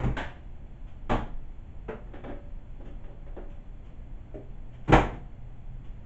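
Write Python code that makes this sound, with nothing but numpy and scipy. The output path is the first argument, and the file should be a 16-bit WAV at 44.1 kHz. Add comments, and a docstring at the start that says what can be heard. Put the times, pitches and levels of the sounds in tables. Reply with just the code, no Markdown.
"""A small kitchen, with a microwave oven a few steps from a narrow-band microphone.
The button is pushed, the latch springs, the door swings against its stop and a plate is shuffled inside.
A hand takes the door and slams it. Each blow rings the modes of the struck part and leaves a clatter
that dies with the room; heavy blows rock the oven. Behind it lie faint rubs, rumble, hum and whine."""
import sys
import numpy as np
from scipy import signal
from scipy.fft import irfft, next_fast_len
from scipy.io import wavfile

SR = 44100
rng = np.random.default_rng(int(sys.argv[2]) if len(sys.argv) > 2 else 0)


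def persist_wave(psi):
    """Save psi, clipped to +-1, as 16-bit WAV."""
    counts = np.round(np.clip(psi, -1, 1) * 32767).astype(np.int16)
    wavfile.write(sys.argv[1], SR, np.atleast_2d(counts).T)


N = 266829
T = np.arange(SR) / SR  # the second that follows a blow

# A soft hand meets the door's edge. In the slam the hooks meet their ramps, the door hits the frame,
# the hooks snap home and the door settles. Each row: start in seconds, then level, bass and treble in dB.
HAND_BLOWS = [(4.342, -38.5, 0, 0)]
SLAM_BLOWS = [(4.876, -32, 12, 4), (4.890, -24.5, 10, -36), (4.921, -13.5, -1, 1), (4.934, -17, -4, -1.5),
              (5.128, -47.5, 11.5, 2)]
# The door's ringing modes. Each row: pitch in Hz, relative level in dB, 60 dB decay time in seconds.
HAND_RING = [(330, -12.5, 0.14), (407, -4, 0.4), (481, -10, .15), (609, -2, 0.2)]
SLAM_RING = [(115, 6, 0.21), (142, 3, 0.24), (238, -9, 0.54), (316, 12, 0.12), (418, -1, 0.2),
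             (484.5, -5.5, 0.46), (566, 5, 0.1), (614, -5.5, 0.37), (717, -7, 0.5), (769, -3, 0.18),
             (775, 5, 0.18), (810, -0.5, 0.34), (868, -1.5, 0.26), (941, -4, 0.3), (1109, -9.5, 0.34),
             (1137, -7, 0.213), (1342, -16.5, 0.45), (1395, -5, 0.13), (1442, -2.5, 0.17),
             (1586, -13, 0.28), (1620, -17.5, 0.33), (1760, -10, 0.33), (1780, -14, 0.21), (1960, 2, 0.097),
             (1920, -21, 0.13), (2250, -6, 0.15), (2368, -9, 0.27), (2450, -16, 0.19), (2690, -27, 0.43),
             (3400, -19, 0.21)]
# Its crowd of unresolved modes. Each row: frequency in Hz, relative spectrum level in dB.
HAND_CLATTER = [(80, -10), (330, 10.5), (640, 6), (900, -16), (2400, -19.5), (4500, -49), (8000, -37)]
SLAM_CLATTER = [(70, -3), (150, 4.5), (220, -0.5), (400, 2.5), (600, -2.5), (900, 0.5), (1220, -8),
                (2000, -8.5), (2500, -13.5), (3400, -20), (4100, -33), (5300, -40), (6900, -28.5),
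                (8000, -38)]


def door_closing():
    """A hand takes the door and throws it shut: the loudest thing to reach the microphone."""
    hand = strike(HAND_BLOWS, HAND_CLATTER, HAND_RING, clatter_db=-1, linger=0.79, swell_s=0.0015)
    slam = strike(SLAM_BLOWS, SLAM_CLATTER, SLAM_RING,
                  clatter_db=-1, ring_db=1, linger=0.86, swell_s=0.003)
    return hand + slam


# The button levers the hooks up, they spring free, and the door chatters on its hinge stop.
# Each row: start in seconds, then level, bass and treble in dB.
BUTTON_BLOWS = [(0.0, -30.5, -1, 2.5), (0.033, -30, 6.5, 7), (0.057, -33.5, 7.5, -20)]
LATCH_BLOWS = [(0.166, -27.5, 0, -1.5), (0.196, -35, 0, -4.5)]
STOP_BLOWS = [(1.094, -23.5, -1.5, -1), (1.110, -23, -0.34, -4.5)]
# These parts' ringing modes. Each row: pitch in Hz, relative level in dB, 60 dB decay time in seconds.
BUTTON_RING = [(125, 2, 0.27), (173.5, -11.5, 0.47), (299.5, -8, 0.17), (522, -11.5, 0.26),
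               (794, -22, 0.52), (814, -17, 0.33)]
LATCH_RING = [(230, -5, 0.23), (271, 10, 0.15), (571.5, -6, 0.6), (710, -9, 0.5), (717, -7, 0.63),
              (847, -4, .42), (954, -7, 0.38), (1165, -12.5, 0.48), (1525, 6, 0.17), (1610, 2, 0.28),
              (1700, -13, 0.27), (1840, -11, 0.37), (1869, -6, 0.38), (1910, -12, 0.26), (2310, -10, 0.35),
              (3710, -12, 0.17)]
STOP_RING = [(112.6, 0.5, 0.32), (236.7, 0.5, 0.32), (313, -7, 0.38), (465, 0, 0.22), (577, -8, 0.28),
             (609, -8.5, 0.31), (671, -10, 0.33), (713, -8, 0.38), (760, -6, .3), (843, -3, 0.33),
             (940, -13, 0.26), (1070, -6, 0.21), (1149, -4.5, 0.27), (1246, -9, 0.2), (1570, -16, 0.24),
             (1680, -23, 0.39), (1734, -22, 0.31), (2540, -33, 0.15)]
# Their unresolved modes. Each row: frequency in Hz, relative spectrum level in dB.
BUTTON_CLATTER = [(40, 5), (120, -7), (250, 0), (600, -7.5), (1100, -11.5), (1600, -20.5), (2200, -20),
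                  (3400, -33.5), (4100, -45.5), (5300, -51), (7100, -42), (8000, -51)]
LATCH_CLATTER = [(60, -2.5), (270, -5), (480, -4), (800, 2), (1300, -6.5), (1650, 0), (2400, -8),
                 (3300, -9.5), (4200, -26.5), (5300, -33.5), (7000, -26.5), (8000, -31)]
STOP_CLATTER = [(40, 7), (120, 3), (300, 1.5), (480, -1.5), (820, 1), (1200, -5), (1700, -7), (2500, -15.5),
                (3400, -15), (4100, -30), (5300, -38.5), (7100, -29), (8000, -41)]


def door_opening():
    """A few steps away, the button frees the latch and the door swings into its stop."""
    button = strike(BUTTON_BLOWS, BUTTON_CLATTER, BUTTON_RING,
                    clatter_db=-2.5, ring_db=-3, swell_s=0.0013)
    latch = strike(LATCH_BLOWS, LATCH_CLATTER, LATCH_RING,
                   clatter_db=-1.55, ring_db=-2.5, linger=0.97, swell_s=0.0046)
    stop = strike(STOP_BLOWS, STOP_CLATTER, STOP_RING,
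                  clatter_db=-1.05, ring_db=-1, linger=0.91, swell_s=0.0049)
    return button + latch + stop


# The plate's rim bumps the oven floor, then the plate knocks on the glass turntable.
# Each row: start in seconds, then level, bass and treble in dB.
RIM_BLOWS = [(1.882, -32, 0, 0)]
PLATE_BLOWS = [(2.070, -54, -8, -2), (2.135, -45, 2.5, 8), (2.237, -39, 2, 2.5), (2.283, -42, 4.5, 3),
               (2.799, -51, 11, 0), (2.860, -53.5, 14, 0), (3.037, -54.5, -5, 6.5), (3.077, -48.5, -5, -15),
               (3.263, -51.5, -13, 0.5), (3.364, -39.5, -4, -7.5)]
# The modes they ring. Each row: pitch in Hz, relative level in dB, 60 dB decay time in seconds.
RIM_RING = [(230, -8, 0.46), (438, 3, 0.25), (597, -12.5, 0.5), (720, -13, 0.37), (860, -14.5, 0.36),
            (956, -12, 0.21), (1270, -26.5, 0.29), (1400, -23.5, 0.2), (1890, -13, 0.16)]
PLATE_RING = [(238.6, 1, 0.37), (287.4, 2, 0.38), (357.4, 4, 0.33), (402, -7.5, 0.32), (555, 3.5, 0.27),
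              (574, -0.5, 0.71), (791, -5, 0.42), (827, -8.5, 0.25), (1290, -17, 0.53), (1630, -14, 0.44),
              (1770, -15.5, 0.35), (2290, -19, .4), (2840, -29, 0.33), (3470, -27.5, 0.27),
              (3510, -35.5, .45), (4400, -43, 0.35), (4840, -48, 0.41)]
# The unresolved modes. Each row: frequency in Hz, relative spectrum level in dB.
RIM_CLATTER = [(60, 2), (250, 1), (480, 7.5), (800, -2), (1350, -1.5), (1900, -9), (2800, -15), (3400, -25),
               (4100, -37), (5300, -44), (7100, -37.5), (8000, -49)]
PLATE_CLATTER = [(60, -9.5), (250, 6.5), (520, 5.5), (800, -1), (1050, -8), (1450, -7.5), (1800, -9.5),
                 (2500, -18), (3400, -20.5), (4100, -42), (5300, -48), (7100, -43.5), (8000, -53)]


def plate():
    """Heard through the open door, a plate bumps in, is set down and is nudged into place."""
    bump = strike(RIM_BLOWS, RIM_CLATTER, RIM_RING, clatter_db=-2, ring_db=1, linger=0.83, swell_s=0.005)
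    nudges = strike(PLATE_BLOWS, PLATE_CLATTER, PLATE_RING,
                    clatter_db=-0.5, ring_db=-1.2, linger=0.99, swell_s=0.0015)
    return bump + nudges


def strike(blows, spectrum, modes=(), *, clatter_db, swell_s, ring_db=0, linger=1, build_s=0.0042):
    """Blows on one part: heavy pushes swell slowly, and the ring builds a moment after the clatter."""
    track = np.zeros(N)
    phases = rng.random((len(modes), 1))
    for start, db, bass_db, treble_db in blows:
        sound = gain_of(clatter_db) * clatter(spectrum, bass_db, treble_db, linger)
        if len(modes):
            sound += gain_of(ring_db) * ring(modes, phases, start, bass_db, treble_db) * rise(build_s)
        contact_s = swell_s * 2 ** (bass_db / 6.5)  # the swell time doubles with every 6.5 dB of bass
        add(track, start, gain_of(db) * sound * rise(contact_s))
    return track


def ring(modes, phases, start, bass_db, treble_db):
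    """The strongest modes ring as damped sines; each blow feeds, in phase, the ringing already there."""
    hz, db, t60 = np.transpose(modes)[:, :, None]
    sizes = gain_of(db) / np.linalg.norm(gain_of(db)) * touch(hz, bass_db, treble_db)
    waves = np.sin(2 * np.pi * (hz * (start + T) + phases))
    return np.sqrt(2) * (sizes * waves * decay(t60)).sum(0)


def touch(hz, bass_db, treble_db, bass_hz=260, treble_hz=1300):
    """Colour of a contact: a heavy push adds bass, a hard edge adds treble."""
    bass = bass_db / (1 + (hz / bass_hz) ** 4)
    treble = treble_db / (1 + (treble_hz / (hz + 1)) ** 2)
    return gain_of(bass + treble)


# The kitchen's reverberation. Each row: band centre in Hz, 60 dB decay time in seconds at linger = 1.
ROOM_DECAY = [(100, 0.65), (300, 0.48), (800, 0.41), (2000, .42), (4000, 0.41), (7000, 0.37)]


def clatter(spectrum, bass_db, treble_db, linger, ripple_db=3.5, ripple_step_hz=45, ripple_from_hz=1200):
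    """Dense modes and reflections merge into a burst that dies band by band with the room."""
    hz = np.fft.rfftfreq(len(T), 1 / SR)
    knots = np.arange(0, SR / 2, ripple_step_hz)
    ripple = np.interp(hz, knots, rng.standard_normal(len(hz))[:len(knots)])
    ripple *= hz / (hz + ripple_from_hz)  # high modes bunch into narrow peaks with dips between
    burst = random_phases(gain_of(curve_at(spectrum, hz) + ripple_db * ripple))
    burst = burst / irfft(burst).std() * touch(hz, bass_db, treble_db)
    centres, t60s = np.transpose(ROOM_DECAY)
    bands = [curve_at(np.c_[centres, weights], hz) for weights in np.eye(len(centres))]
    return sum(irfft(burst * band) * decay(t60 * linger) for band, t60 in zip(bands, t60s))


# Low sways: the whole oven rocks on its feet, and at 1.33 s the open door swings on its hinges. # Each row:
# start in seconds, pitch in Hz, level in dB, 60 dB decay time in seconds.
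LOW_SWAYS = [(0.041, 50, -17, 0.33), (1.101, 25.7, -22.5, 0.91), (1.334, 18.65, -27, 0.98),
             (4.913, 45, -14.5, 0.53)]


def rocking(swell_s=0.0096):
    """Heavy blows set the oven swaying on the counter, and the open door swings: deep thuds at the microphone."""
    track = np.zeros(N)
    for start, hz, db, t60 in LOW_SWAYS:
        add(track, start, gain_of(db) * np.sin(2 * np.pi * hz * T) * decay(t60) * rise(swell_s))
    return track


# Faint brushes of sleeve, wrapper and fingers. Each row: start in seconds, level in dB.
RUBS = [(0.868, -56.5), (2.848, -56), (3.495, -58.5), (3.844, -58.5), (4.728, -57), (4.845, -56.5),
        (5.840, -58)]
# Their shared colour. Each row: frequency in Hz, relative spectrum level in dB.
RUB_SPECTRUM = [(100, -16), (700, 9), (1300, 1.5), (2700, 1.5), (3400, 0), (3900, -21), (5200, -19.5),
                (7200, -13), (8000, -23)]


def brushes(bass_db=5, treble_db=-2):
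    """Soft rubs by the oven, slow to swell and without any ring."""
    blows = [(start, db, bass_db, treble_db) for start, db in RUBS]
    return strike(blows, RUB_SPECTRUM, clatter_db=-0.5, swell_s=0.0053)


# The kitchen's air and rumble. Each row: frequency in Hz, relative spectrum level in dB.
AIR_SPECTRUM = [(10, 0), (26, 4), (55, -6.5), (85, -11.5), (140, -17.5), (230, -21), (420, -31.5),
                (780, -33), (1200, -42.5), (2300, -45), (3450, -51.5), (3650, -63), (4400, -62.5),
                (4800, -71.5), (7300, -61), (8000, -67.5)]


def room_tone(air_db=-40, hum_hz=123, hum_width_hz=4, hum_db=-55):
    """Steady rumble and hiss around the microphone, with the wavering hum of an appliance."""
    hz = np.fft.rfftfreq(next_fast_len(N, True), 1 / SR)
    air = irfft(random_phases(gain_of(curve_at(AIR_SPECTRUM, hz))))[:N]
    hum_peak = 1 / (1 + ((hz - hum_hz) / hum_width_hz) ** 2)
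    hum = irfft(random_phases(hum_peak))[:N]
    return gain_of(air_db) * unit_rms(air) + gain_of(hum_db) * unit_rms(hum)


# A faint whine in the background. Each row: pitch in Hz, rms level in dB.
WHINE_TONES = [(581, -77.5), (1567, -91), (2073, -88.5), (2546, -98.5), (3418, -91.5), (4070, -100),
               (4393, -99), (7327, -99)]


def whine():
    """Thin steady tones just above the hiss."""
    t = np.arange(N) / SR
    return sum(np.sqrt(2) * gain_of(db) * np.sin(2 * np.pi * (hz * t + rng.random()))
               for hz, db in WHINE_TONES)


def rise(seconds):
    """A swell towards 1 with this time constant."""
    return 1 - np.exp(-T / seconds)


def decay(t60):
    """A fall of 60 dB every t60 seconds."""
    return np.exp(-np.log(1000) * T / t60)


def gain_of(db):
    """Decibels to amplitude."""
    return 10 ** (np.asarray(db) / 20)


def unit_rms(x):
    """Scales to rms 1."""
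    return x / np.sqrt(np.mean(x ** 2) + 1e-20)


def curve_at(points, hz):
    """Interpolates a table along log frequency."""
    knots, values = np.transpose(points)
    return np.interp(np.log(hz + 1), np.log(knots + 1), values)


def random_phases(magnitudes):
    """A noise spectrum with these magnitudes."""
    return magnitudes * np.exp(2j * np.pi * rng.random(len(magnitudes)))


def add(track, start, sound):
    """Lays a sound into the track at start seconds."""
    part = track[max(round(start * SR), 0):][:len(sound)]
    part += sound[:len(part)]


def scene():
    """Oven and kitchen meet at one microphone, a few steps from the door."""
    return (door_opening() + plate() + brushes() + door_closing() + rocking() + room_tone() + whine())[None]


def record(dry, ceiling=0.53, band_edge_hz=7924):
    """The microphone rounds off the loudest peaks and passes only the band below its edge."""
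    rounded = dry / (1 + (dry / ceiling) ** 6) ** (1 / 6)
    low_pass = signal.firwin(255, band_edge_hz, window=("kaiser", 8), fs=SR)
    padded = np.pad(rounded, ((0, 0), (127, 127)), "edge")
    return signal.oaconvolve(padded, low_pass[None], "valid")


dry = scene()
out = record(dry)
persist_wave(out)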